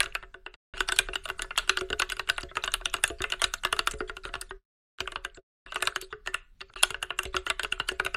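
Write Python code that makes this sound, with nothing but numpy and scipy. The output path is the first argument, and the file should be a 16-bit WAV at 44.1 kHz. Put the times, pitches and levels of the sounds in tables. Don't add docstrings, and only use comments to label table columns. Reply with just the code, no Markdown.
import sys
import numpy as np
from scipy import signal
from scipy.fft import rfft, irfft, next_fast_len
from scipy.io import wavfile
from scipy.ndimage import uniform_filter1d

SR = 44100
rng = np.random.default_rng(int(sys.argv[2]) if len(sys.argv) > 2 else 0)


def wav_out(sig):
    wavfile.write(sys.argv[1], SR, np.round(np.clip(np.atleast_2d(sig).T, -1, 1) * 32767).astype(np.int16))


def nominal_scale(level):
    x = np.asarray(level, float) / 20
    return 10 ** x


N = 359856


def evened(x):
    return x / np.sqrt(np.mean(x ** 2) + 1e-20)


def read(points, hz):
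    f, value = np.transpose(points)
    return np.interp(np.log(hz + 1), np.log(f + 1), value)


def add(mix, s, sound):
    part = mix[round(s * SR):][:len(sound)]
    part += sound[:len(part)]


def lowpassed_noise(cutoff_hz):
    return evened(signal.sosfilt(signal.butter(2, cutoff_hz, fs=SR, output="sos"), rng.standard_normal(N)))


def bandpassed(order, band_hz):
    return signal.butter(order, band_hz, "bandpass", fs=SR, output="sos")


def coloured(points):
    size = next_fast_len(N)
    hz = np.fft.rfftfreq(size, 1 / SR)
    spectrum = rfft(rng.standard_normal(size)) * nominal_scale(read(points, hz))
    return evened(irfft(spectrum, size)[:N])


def smoothed_patches(shape, across, along):
    field = uniform_filter1d(rng.standard_normal(shape), across, axis=-2)
    return evened(uniform_filter1d(field, along, axis=-1))


# f/Hz, spectral density level/dB
DESK_SPECTRUM = [(8, -4.5), (22, 0), (38, 6.5), (53, -30.5), (69, -12.5), (95, -21.5), (170, -26.5),
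                 (600, -47)]
# t/s, level/dB
DESK_LEVEL = [
    [(0.0, -46), (0.54, -59.5)],
    [(0.76, -46), (3.74, -46.5), (4.52, -51)],
    [(5.0, -66.5), (5.044, -45), (5.38, -58.5)],
    [(5.68, -50), (5.8, -55.5), (8.16, -47.5)],
]


def desk():
    s, db = np.concatenate(DESK_LEVEL).T
    lean = uniform_filter1d(rng.standard_normal(N), 5000)
    lean_db = 1.0 * evened(uniform_filter1d(lean, 5000))
    return coloured(DESK_SPECTRUM) * nominal_scale(np.interp(np.arange(N) / SR, s, db) + lean_db)


# f/Hz, T60/s
ROOM_DECAY = [(400, 0.15), (1400, 0.3), (9000, 0.12), (14000, 0.23)]


def room(x):
    blur_share, blur_hz = 0.28, 453
    t_s, out = np.arange(N) / SR, np.zeros(N)
    mid = signal.sosfiltfilt(bandpassed(2, (900, 14000)), x)
    blur = lowpassed_noise(blur_hz)
    x = x - mid + mid * (np.sqrt(1 - blur_share) + np.sqrt(blur_share) * blur)
    for k in range(3):
        echoes = np.zeros(SR // 2)
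        at = np.arange(200, SR // 2 - 20, 20) + rng.integers(0, 20, (SR // 2 - 201) // 20)
        echoes[at] = rng.choice([-1., 1.], len(at))
        hz, t, z = signal.stft(echoes, SR, nperseg=256)
        decay_db = -60 * t / read(ROOM_DECAY, hz)[:, None]
        tail = signal.istft(z * nominal_scale(decay_db), SR, nperseg=256)[1]
        turn = np.cos(2 * np.pi * (4 * t_s + k / 3))
        out += signal.fftconvolve(x * turn, tail / np.linalg.norm(tail))[:N]
    return out


def dipped(x):
    dip_hz, width_hz, depth_db = 5600, 700, -9
    hz = np.fft.rfftfreq(N, 1 / SR)
    return irfft(rfft(x) * nominal_scale(depth_db * np.exp(-((hz - dip_hz) / width_hz) ** 2)), N)


# f/Hz, spectral density level/dB
SCRATCH_SPECTRUM = [(600, -39), (900, -9), (1440, 0.5), (2220, -6), (2790, -6), (9900, -19), (10900, -31.5),
                    (16000, -57)]
# t/s, duration/s, level/dB, squeak f/Hz
SLOW_SLIDES = [(0.739, 0.1, -48.5, 2830), (0.875, 0.027, -40.5, 5470), (1.134, 0.014, -47.5, 9300),
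               (1.237, 0.028, -50, 9200), (1.379, 0.021, -55, 8700), (2.486, 0.028, -53.5, 3380),
               (2.552, 0.029, -51, 6800), (3.184, 0.018, -51.5, 4700), (3.394, 0.014, -45, 3340),
               (3.984, 0.036, -54, 4830), (4.076, 0.027, -49, 3300), (4.235, 0.053, -43.5, 1370),
               (4.492, 0.017, -58, 3550), (5.343, 0.03, -58, 7460), (5.662, 0.084, -53.5, 2740),
               (5.763, 0.032, -48.5, 2650), (6.006, 0.046, -49.5, 4500), (6.103, 0.025, -57.5, 3490),
               (6.683, 0.021, -66, 4500), (6.754, 0.065, -45, 2750), (7.326, 0.045, -52.5, 3600),
               (7.473, 0.018, -44, 3030), (7.872, 0.044, -49.5, 3180)]


def stems(hits):
    patchy_db, squeak_share = 7.5, 1.4
    settle_db, settle_t60_s = -18, 0.21
    hz, t, z = signal.stft(coloured(SCRATCH_SPECTRUM), SR, nperseg=256)
    patches_db = patchy_db * smoothed_patches(z.shape, 4, 9)
    scratch = evened(signal.istft(z * nominal_scale(patches_db), SR, nperseg=256)[1][:N])
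    travel, slides, settle = np.zeros((3, N))
    swell = np.hanning(1600)[:800] ** 2
    fade_db = -60 * np.arange(SR // 5) / SR / settle_t60_s
    for s, _, keycap_db, stem_db, *_ in hits:
        add(travel, max(s - .018, 0), nominal_scale((keycap_db + stem_db) / 2 - 15) * swell)
        add(settle, s, nominal_scale(stem_db + settle_db + fade_db))
    for s, length_s, db, squeak_hz in SLOW_SLIDES:
        rub = scratch[round(s * SR):][:round(length_s * SR)]
        squeak = signal.filtfilt(*signal.iirpeak(squeak_hz, 11., SR), rng.standard_normal(len(rub)))
        slide = evened(rub) + squeak_share * evened(squeak)
        add(slides, s, nominal_scale(db - 4.0) * slide * signal.windows.tukey(len(rub), .2))
    lowpass = signal.butter(2, 10500, fs=SR, output="sos")
    fizz = evened(signal.sosfilt(lowpass, np.diff(scratch, prepend=0)))
    return (scratch + .5 * fizz) * travel + slides + fizz * settle


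def pings(rows, trim_db, contact_s, cycles):
    u, out = np.arange(900) / SR, np.zeros(N)
    grit = rng.standard_normal((len(rows), 900)) * np.exp(-u / contact_s)
    for (s, db, hz), contact in zip(rows, grit):
        mode = np.sqrt(u) * np.exp(-u * hz / cycles) * np.sin(2 * np.pi * hz * u)
        sound = signal.fftconvolve(contact, mode)
        add(out, s, nominal_scale(db + trim_db) * sound / abs(sound).max())
    return out


# t/s, level/dB, f/Hz
LOOSE_TICKS = [(0.0426, -33, 6800), (4.413, -26, 4500), (0.1238, -35, 2720), (0.7913, -37, 2780),
               (0.9638, -30, 4500), (0.9699, -31, 7700), (0.9705, -32, 3350), (1.0726, -41, 1390),
               (1.2366, -43, 2756), (1.2902, -37.5, 12950), (1.3459, -45, 1399), (1.5564, -33, 1680),
               (1.5621, -28, 3300), (1.7866, -25, 4600), (1.7937, -34, 6640), (1.9822, -43, 2777),
               (2.0917, -31, 3450), (2.3644, -37, 3875), (2.4021, -39, 4640), (2.4175, -38, 6750),
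               (2.4201, -39, 1464), (2.4302, -30, 4670), (2.6243, -36, 3962), (2.6451, -22.5, 6350),
               (2.661, -33, 9500), (2.7188, -31, 6460), (2.8019, -45, 1130), (2.8908, -41, 2648),
               (2.8986, -37.5, 5900), (2.9006, -47, 2670), (3.1064, -42, 7041), (3.3017, -35, 6360),
               (3.3958, -41, 9900), (3.673, -31, 1500), (3.7353, -41, 9819), (3.8626, -37, 10099),
               (3.9192, -27, 6750), (3.9388, -34, 7850), (4.4125, -33, 13500), (4.2354, -38, 4500),
               (4.4252, -37, 1455), (5.0576, -36, 1555), (5.2984, -46, 2971), (5.3475, -42.5, 4450),
               (5.7445, -34, 8505), (5.8004, -41, 1670), (5.8538, -28, 7105), (5.9226, -34, 1500),
               (6.6143, -34, 4550), (7.0178, -38, 1590), (7.0972, -40, 3000), (7.2415, -41, 1480),
               (7.3513, -36, 9800), (7.4752, -34, 6675), (7.7775, -37, 1410), (7.8976, -30.5, 6800),
               (7.9216, -37, 7940), (8.0082, -40, 1330)]


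def loose_ticks():
    return pings(LOOSE_TICKS, trim_db=-1.0, contact_s=0.0017, cycles=2.1)


# t/s, peak level/dB, f/Hz
STEM_RESONANCES = [(0.1502, -29, 11340), (0.9215, -20, 8470), (0.9878, -14, 10300), (1.4198, -17.5, 9940),
                   (1.577, -16, 7900), (1.6762, -33, 8800), (1.6957, -19, 7000), (1.7715, -26, 9000),
                   (1.9027, -24, 6950), (1.9945, -19.5, 6800), (2.0195, -16, 6150), (2.2978, -28.5, 7250),
                   (2.7184, -33, 6600), (2.7388, -10.5, 9750), (2.8556, -16.5, 5920),
                   (2.9394, -17.5, 11000), (3.0377, -17, 5740), (3.0377, -4.5, 9100), (3.2187, -19, 7870),
                   (3.3011, -25.5, 6320), (3.4178, -10, 9630), (3.538, -18.5, 6280), (3.6353, -26.5, 7990),
                   (3.7261, -13.5, 9720), (3.7909, -21, 9860), (3.8718, -26, 7000), (4.412, -16.5, 8400),
                   (5.1189, -27.5, 8560), (5.2486, -26, 7340), (5.744, -25, 8400), (5.8233, -17, 8700),
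                   (5.8722, -29, 9500), (5.9595, -22.5, 8400), (.0034, -7.5, 9760), (6.3425, -23.5, 9150),
                   (6.8328, 0.5, 9760), (7.0267, -20.5, 9790), (7.1888, -20, 6430), (7.5001, -19, 9540),
                   (7.5944, -26.5, 8670), (7.6318, -31, 8240), (7.7231, -32, 9400), (7.8872, -20, 8100),
                   (8.0508, -22, 9860), (8.1436, -34, 6570)]


def stem_voices():
    return pings(STEM_RESONANCES, trim_db=-7.5, contact_s=0.00066, cycles=7.6)


# t/s, peak level/dB, f/Hz
CAP_RESONANCES = [(0.1541, -14.5, 2570), (0.4634, -20, 2730), (0.9882, -4, 2424), (1.1347, -19, 2770),
                  (1.1566, -11, 2926), (1.5066, -26, 2760), (1.5765, -7.5, 3300), (1.6955, -7, 2760),
                  (1.7716, -26, 2840), (1.9286, -9, 2800), (2.0198, -7, 2700), (2.1959, -16.5, 2830),
                  (2.2981, -13, 2710), (2.7386, -12, 2730), (2.8579, -22, 2800), (2.9427, -15.5, 2830),
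                  (3.04, -7, 2660), (3.3228, -14.5, 2770), (3.4176, -9, 3190), (3.44, -5, 3880),
                  (3.5379, -21, 2790), (3.6372, -14.5, 2800), (3.7255, -17, 2760), (3.791, -12, 2800),
                  (3.8721, -11, 2460), (4.1674, -24, 2960), (4.338, -24.5, 2795), (5.0037, -21.5, 3185),
                  (5.0746, -19.5, 2880), (5.1582, -38, 2750), (5.249, -32, 2690), (5.8232, -12.5, 2505),
                  (5.8723, -14, 2430), (6.343, -20, 2770), (6.8324, -3, 3125), (7.0269, -12, 2830),
                  (7.1048, -16, 2840), (7.1896, -9.5, 2760), (7.5019, -18, 2750), (7.594, -20.5, 2710),
                  (7.7228, -10, 2800), (7.7993, -10, 2845), (7.889, -8, 2840), (7.9969, -16, 2330),
                  (8.146, -14, 2720)]
# t/s, peak level/dB, f/Hz
CAP_OVERTONES = [(.9878, -3.5, 3860), (2.019, -12.5, 1137), (2.9405, -20, 3950), (6.8353, -8, 3300),
                 (6.739, -35.5, 6500), (6.833, -7.5, 4260)]


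def cap_voices():
    return pings(CAP_RESONANCES + CAP_OVERTONES, trim_db=-9.0, contact_s=0.00064, cycles=5.6)


# t/s, knock level/dB, clack level/dB, tick level/dB
SQUARE_HITS = [(0.8047, -11, -7, -14), (0.8874, -16.5, -3, -7), (0.9206, -13.5, -8, -7.5),
               (0.988, -11.5, -5.5, 0), (1.155, -18, -7, -11), (1.42, -23, -6.5, -0.5),
               (1.6938, -8.5, -5.5, -9), (1.7715, -13.5, -7.5, -15.5), (2.0194, -16, 1, -15.5),
               (2.194, -17.5, -5.5, -16), (2.6378, -19.5, -1, -10.5), (2.856, -19, 3, -7),
               (3.3354, -22.5, -5.5, -22.5), (3.4411, -13, -2.5, -5.5), (3.6491, -12, -5.5, -12),
               (3.7908, -13.5, 1, -10.5), (4.3389, -20.5, -8, -17.5), (5.1578, -18.5, -4, -28),
               (5.872, -15.5, -2, -6), (7.365, -14, -4.5, -12), (7.5, -14, -1.5, -9.5),
               (7.7986, -15, -7, -22.5), (7.9979, -10.5, -15, -25)]
# t/s, knock level/dB, clack level/dB, tick level/dB
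FLAT_PRESSES = [(1.1328, -30, 4, -22), (1.2994, -17.5, -7.5, -19), (1.393, -21, -5, -17),
                (1.997, -15, -1.5, -5.5), (2.099, -28.5, 5.5, 0), (2.5689, -14.5, -6.5, -18),
                (2.9398, -14.5, -4.5, -10), (3.239, -15.5, -3, -22), (3.3207, -20.5, 4, -7.5),
                (3.7266, -11.5, -3.5, -13), (5.0748, -21, -6, -20), (5.248, -19, -5.5, -15.5),
                (5.758, -16.5, -4.5, -17), (5.8236, -14, -7.5, -7), (5.9598, -15, -6.5, -11),
                (6.2729, -18.5, -5.5, -13.5), (6.943, -20.5, -4, -30), (7.0267, -20, -9, -10),
                (7.1042, -19.5, -4, -31), (7.1888, -15.5, -15, -7.5), (7.465, -18.5, -5, -16),
                (7.646, -20, -0.5, -19), (7.7234, -18, -3, -12.5), (7.887, -16.5, -2.5, -10),
                (8.0623, -16, -3, -16.5), (8.1437, -17, -5.5, -19)]
# t/s, knock level/dB, clack level/dB, tick level/dB, crack level/dB
RIM_HITS = [(0.0034, -13, 0, -7.5, -2), (0.03, -22.5, -2.5, -6.5, -7), (0.1505, -17, -2, -17, -11.5),
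            (1.2541, -23.5, -3, -13, -8.5), (1.507, -23, -6.5, -33.5, -18.5),
            (1.5767, -13.5, -3.5, -6, -14), (2.1197, -18.5, -4.5, -10, -8),
            (2.2975, -10.5, -8.5, -13, -5.5), (2.38, -17.5, -6, -15.5, -14.5), (2.676, -16.5, -4, -21, -9),
            (2.7386, -16, 0.5, -6, -2.5), (3.038, -11, -9, -5, -7), (3.4176, -12.5, -20, -8.5, -11.5),
            (3.5378, -17.5, -10, -4, -9), (3.6349, -24, -15, -14, -19), (3.872, -10.5, -8.5, -10, -9.5),
            (5.721, -23.5, -7, -20, -12), (6.3426, -15.5, -3.5, -12, -16), (6.8325, -10.5, -1.5, -4, -1),
            (7.595, -15.5, -15, -16, -10)]
# t/s, knock level/dB, clack level/dB, tick
# level/dB, crack level/dB
STROKE_CLUSTERS = [(1.584, -33.5, 13, 10, 17), (1.59, -19.5, -6, -30, -29), (1.703, -30, -14, -33, -14),
                   (2.289, -19.5, 0.5, -13, -21), (2.302, -45, -18, -1, -22), (3.219, -24.5, -4, -0.5, 0.5),
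                   (5.873, -15.5, -23, -36, -35.5), (6.828, -25, -4.5, 6, 1)]
# t/s, knock level/dB, clack level/dB, tick level/dB, thud level/dB
BAR_STROKES = [(0.7365, -30.5, -9.5, -31, -12), (1.0861, -22.5, -11.5, -35, -10.5),
               (1.8093, -22, -5.5, -10.5, -6.5), (1.888, -51, 5, -30, -17), (1.9016, -22.5, -5.5, -19, -8),
               (1.929, -16.5, -11, -22, -17), (2.4319, -32.5, -2, -10, -1), (3.1002, -29.5, -3, -24, -0.5),
               (3.204, -23, -17, -52, -7), (3.935, -33, -6, -19, 2.5), (4.0042, -18, -18.5, -39, -9.5),
               (4.2513, -24, -4.5, -16.5, -14), (4.2889, -35, -8, -30, -12),
               (4.508, -24.5, -13.5, -43.5, -14), (5.004, -20, 0.5, -8.5, -14.5),
               (5.3718, -39.5, -7.5, -21, -3.5), (6.022, -42, 5, -8, 2), (6.126, -23.5, -12.5, -36, -13),
               (6.9046, -24, -1, -6.5, -14), (7.2527, -35.5, 8, 0, 4.5), (7.3428, -18.5, -13, -31, -11),
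               (7.632, -27, 4, -1.5, -9.5), (7.915, -34.5, -6, -5, 2.5), (8.0483, -27.5, 1, -4, -9)]
# t/s, knock level/dB, clack level/dB, tick level/dB
KEY_RETURNS = [(0.7695, -29.5, -10, -18), (0.778, -31, 0, -11), (0.9617, -34, -3, 4),
               (2.167, -31.5, -3.5, -9), (2.4072, -38.5, 3.5, 1.5), (2.9653, -34, 1.5, -6),
               (3.077, -33, -1, 7), (3.301, -33.5, 3, -2), (3.765, -29, -6, -10), (3.911, -38, 4, 11.5),
               (3.914, -35.5, -3, -3), (4.1674, -27, -5.5, -13.5), (4.3531, -23.5, -5.5, -20),
               (4.415, -30.5, -5.5, 1), (5.12, -29.5, -3.5, -13), (6.0132, -41.5, 3, 13.5),
               (6.6115, -30, -1, -18.5), (7.232, -33.5, -2, 4)]
# t/s, knock level/dB, clack level/dB
FINGER_TOUCHES = [(0.038, -28.5, -12), (0.0583, -26.5, -2), (0.2257, -32.5, -12), (0.2335, -33, -15),
                  (0.3416, -29, -13.5), (0.462, -26.5, -13.5), (0.5396, -39.5, -1), (1.2784, -32, -9),
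                  (1.444, -31, -18), (1.6266, -37, -15), (2.512, -31, -23), (2.8113, -29.5, -11.5),
                  (2.984, -34, -13), (3.6698, -35, 1), (4.095, -21.5, -12.5), (4.9852, -35.5, -7),
                  (5.6618, -34, -11.5), (6.6062, -36.5, 1), (6.7367, -39, -1), (6.76, -27.5, -19),
                  (6.697, -41.5, -25)]
# t/s, knock level/dB
FINGER_LEADS = [(1.288, -26.5), (1.676, -32), (2.274, -34), (2.554, -29.5), (2.65, -32), (2.656, -32),
                (2.719, -37), (3.432, -26.5), (5.744, -31.5), (5.805, -34.5), (5.853, -32.5),
                (6.261, -32.5)]
RING_LEVELS = [-10, -7.5, -8.5, -5.5, -7]


def strikes():
    thud, rim_thud, light_thud = -23, -30.5, -18
    square_crack, pressed_crack = 1.5, -2.5
    light_crack, touch_tick = -4, -14.5
    lead_clack, lead_tick = -4, -13.5
    rows = [(s, k, c, t, thud, (c + t) / 2 + square_crack) for s, k, c, t in SQUARE_HITS]
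    rows += [(s, k, c, t, thud, (c + t) / 2 + pressed_crack) for s, k, c, t in FLAT_PRESSES]
    rows += [(s, k, c, t, rim_thud, crack) for s, k, c, t, crack in RIM_HITS + STROKE_CLUSTERS]
    rows += [(s, k, c, t, bar_thud, c + light_crack) for s, k, c, t, bar_thud in BAR_STROKES]
    rows += [(s, k, c, t, light_thud, c + light_crack) for s, k, c, t in KEY_RETURNS]
    rows += [(s, k, c, c + touch_tick, light_thud, c + light_crack) for s, k, c in FINGER_TOUCHES]
    rows += [(s, k, lead_clack, lead_tick, light_thud, lead_clack + light_crack) for s, k in FINGER_LEADS]
    s, knock, *parts = np.transpose(rows)
    levels = knock + np.array([0 * knock, *parts]) + np.c_[RING_LEVELS]
    return np.c_[s, levels.T]


def ring(hits, modes, column, size, band_hz, longest_s, contact_s, rattle_db, rattle_s, scatter_db, detune):
    hz, db, t60 = np.transpose(modes)[:, :, None]
    t, u, out = np.arange(size) / SR, np.arange(2600) / SR, np.zeros(N)
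    chance = rng.standard_normal((len(hits), len(modes), 2, 1))
    grit, lumps = rng.standard_normal((2, len(hits), 2600))
    lumps_db = 5.3 * evened(uniform_filter1d(lumps, 40))
    lumps_db = lumps_db * (1 - np.exp(-u / .002))
    rise = 1 - np.exp(-u / min(.4 / band_hz[0], contact_s))
    force = rise * (np.exp(-u / contact_s) + nominal_scale(rattle_db) * np.exp(-u / rattle_s))
    decay_db = 60 * t / np.minimum(t60, longest_s)
    for row, draw, contact in zip(hits, chance, grit * nominal_scale(lumps_db) * force):
        cycles = hz * (1 + detune * draw[:, 1]) * t
        mode_gain = nominal_scale(db + scatter_db * draw[:, 0] - decay_db)
        body = (mode_gain * np.sin(2 * np.pi * cycles)).sum(0)
        sound = signal.fftconvolve(body, contact)
        head = np.sqrt(np.mean(sound[:size // 6] ** 2))
        add(out, row[0], nominal_scale(row[column]) * sound / head)
    return signal.sosfilt(bandpassed(4, band_hz), out)


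# f/Hz, level/dB, T60/s
PLATE_MODES = [(668, -6, 0.029), (1178, -6.5, 0.069), (1314, -5.5, 0.066), (1468, 13, 0.019),
               (1637, -5.5, 0.059), (1769, -6, 0.058), (1990, -8, 0.063)]
# f/Hz, level/dB, T60/s
KEYCAP_MODES = [(2140, -8.5, 0.0063), (2460, -18, 0.035), (2792, 10.5, 0.012)]
# f/Hz, level/dB, T60/s
HOUSING_MODES = [(3430, 7, 0.011), (3600, 4, .016), (3950, 2, 0.0069), (4500, -3, 0.018),]
# f/Hz, level/dB, T60/s
STEM_MODES = [(5570, -10.5, 0.015), (6860, -2, 0.0039), (7730, -6, 0.011), (8540, -3.5, 0.0052),
              (9760, -5.5, 0.03), (12120, -24.5, 0.01), (12800, -16.5, 0.018), (14800, -29.5, .006)]
# f/Hz, level/dB, T60/s
CASE_MODES = [(61, -6, 0.24), (121, -1, 0.038), (377.9, 3.5, 0.19), (424.6, -3, 0.3), (550, -10, 0.2),
              (680.3, -7.5, 0.2)]


def keys(hits):
    plate = ring(hits, PLATE_MODES, column=1, size=1600, band_hz=(600, 2200), longest_s=.05,
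                 contact_s=.0017, rattle_db=-12, rattle_s=.007, scatter_db=4.5, detune=.03)
    keycap = ring(hits, KEYCAP_MODES, column=2, size=1600, band_hz=(2050, 3200), longest_s=.035,
                  contact_s=.0012, rattle_db=-20.5, rattle_s=.0078, scatter_db=4., detune=.018)
    housing = ring(hits, HOUSING_MODES, column=5, size=1600, band_hz=(2900, 5400), longest_s=.014,
                   contact_s=.0011, rattle_db=-21.5, rattle_s=.0077, scatter_db=5., detune=.04)
    stem = ring(hits, STEM_MODES, column=3, size=1600, band_hz=(5400, 13600), longest_s=.009,
                contact_s=.0011, rattle_db=-14., rattle_s=.0052, scatter_db=6., detune=.025)
    case = ring(hits, CASE_MODES, column=4, size=8000, band_hz=(50, 900), longest_s=.165,
                contact_s=.0018, rattle_db=-6., rattle_s=.0087, scatter_db=2., detune=.012)
    return plate + keycap + housing + stem + case


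def scene():
    hits = strikes()
    board = keys(hits) + dipped(stems(hits))
    board += loose_ticks() + cap_voices() + stem_voices()
    echoes = nominal_scale(-21.0) * dipped(room(board))
    return (board + echoes + desk())[None]


def hushed(x):
    floor_db, from_hz = -106, 4200
    hz, t, z = signal.stft(x, SR, nperseg=512)
    power = uniform_filter1d(uniform_filter1d(abs(z) ** 2, size=4, axis=1), size=7, axis=2)
    floor = (nominal_scale(2 * floor_db) * (hz > from_hz) * (hz / from_hz) ** 4)[:, None]
    floor = floor * nominal_scale(8. * smoothed_patches(z.shape, 10, 16))
    kept = power ** 2 / (power ** 2 + floor ** 2 + 1e-40)
    return signal.istft(z * kept, SR, nperseg=512)[1][:, :N]


def ducked_hiss(clean):
    hiss_db = -86
    busy = abs(uniform_filter1d(np.diff(clean, prepend=0) ** 2, size=1500)) / nominal_scale(2 * hiss_db)
    return nominal_scale(hiss_db) * rng.standard_normal(N) / np.sqrt(1 + busy / 10)


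# closing t/s, reopening t/s, closing rate/(dB/s)
GATE_PAUSES = [
    (0.554, 0.738, 3982),
    (4.567, 4.98, 430),
    (5.396, 5.659, 1201),
    (6.737, 6.757, 3500),
]


def gate():
    t, gain = np.arange(N) / SR, np.ones(N)
    for close, reopen, db_per_s in GATE_PAUSES:
        fade_db = db_per_s * np.clip(t - close, 0, None) * (t < reopen)
        gain *= nominal_scale(-fade_db) * (fade_db < 45)
    return uniform_filter1d(gain, 60)


def roll_off(x):
    return signal.sosfilt(signal.butter(12, 16510, fs=SR, output="sos"), x)


def record(dry):
    clean = hushed(dry)
    gated = (clean + ducked_hiss(clean)) * gate()
    band_limit = signal.firwin(255, 16300, fs=SR)[None]
    limited = signal.oaconvolve(np.clip(gated, -.86, .86), band_limit, "same")
    return roll_off(limited)


dry = scene()
out = record(dry)
wav_out(out)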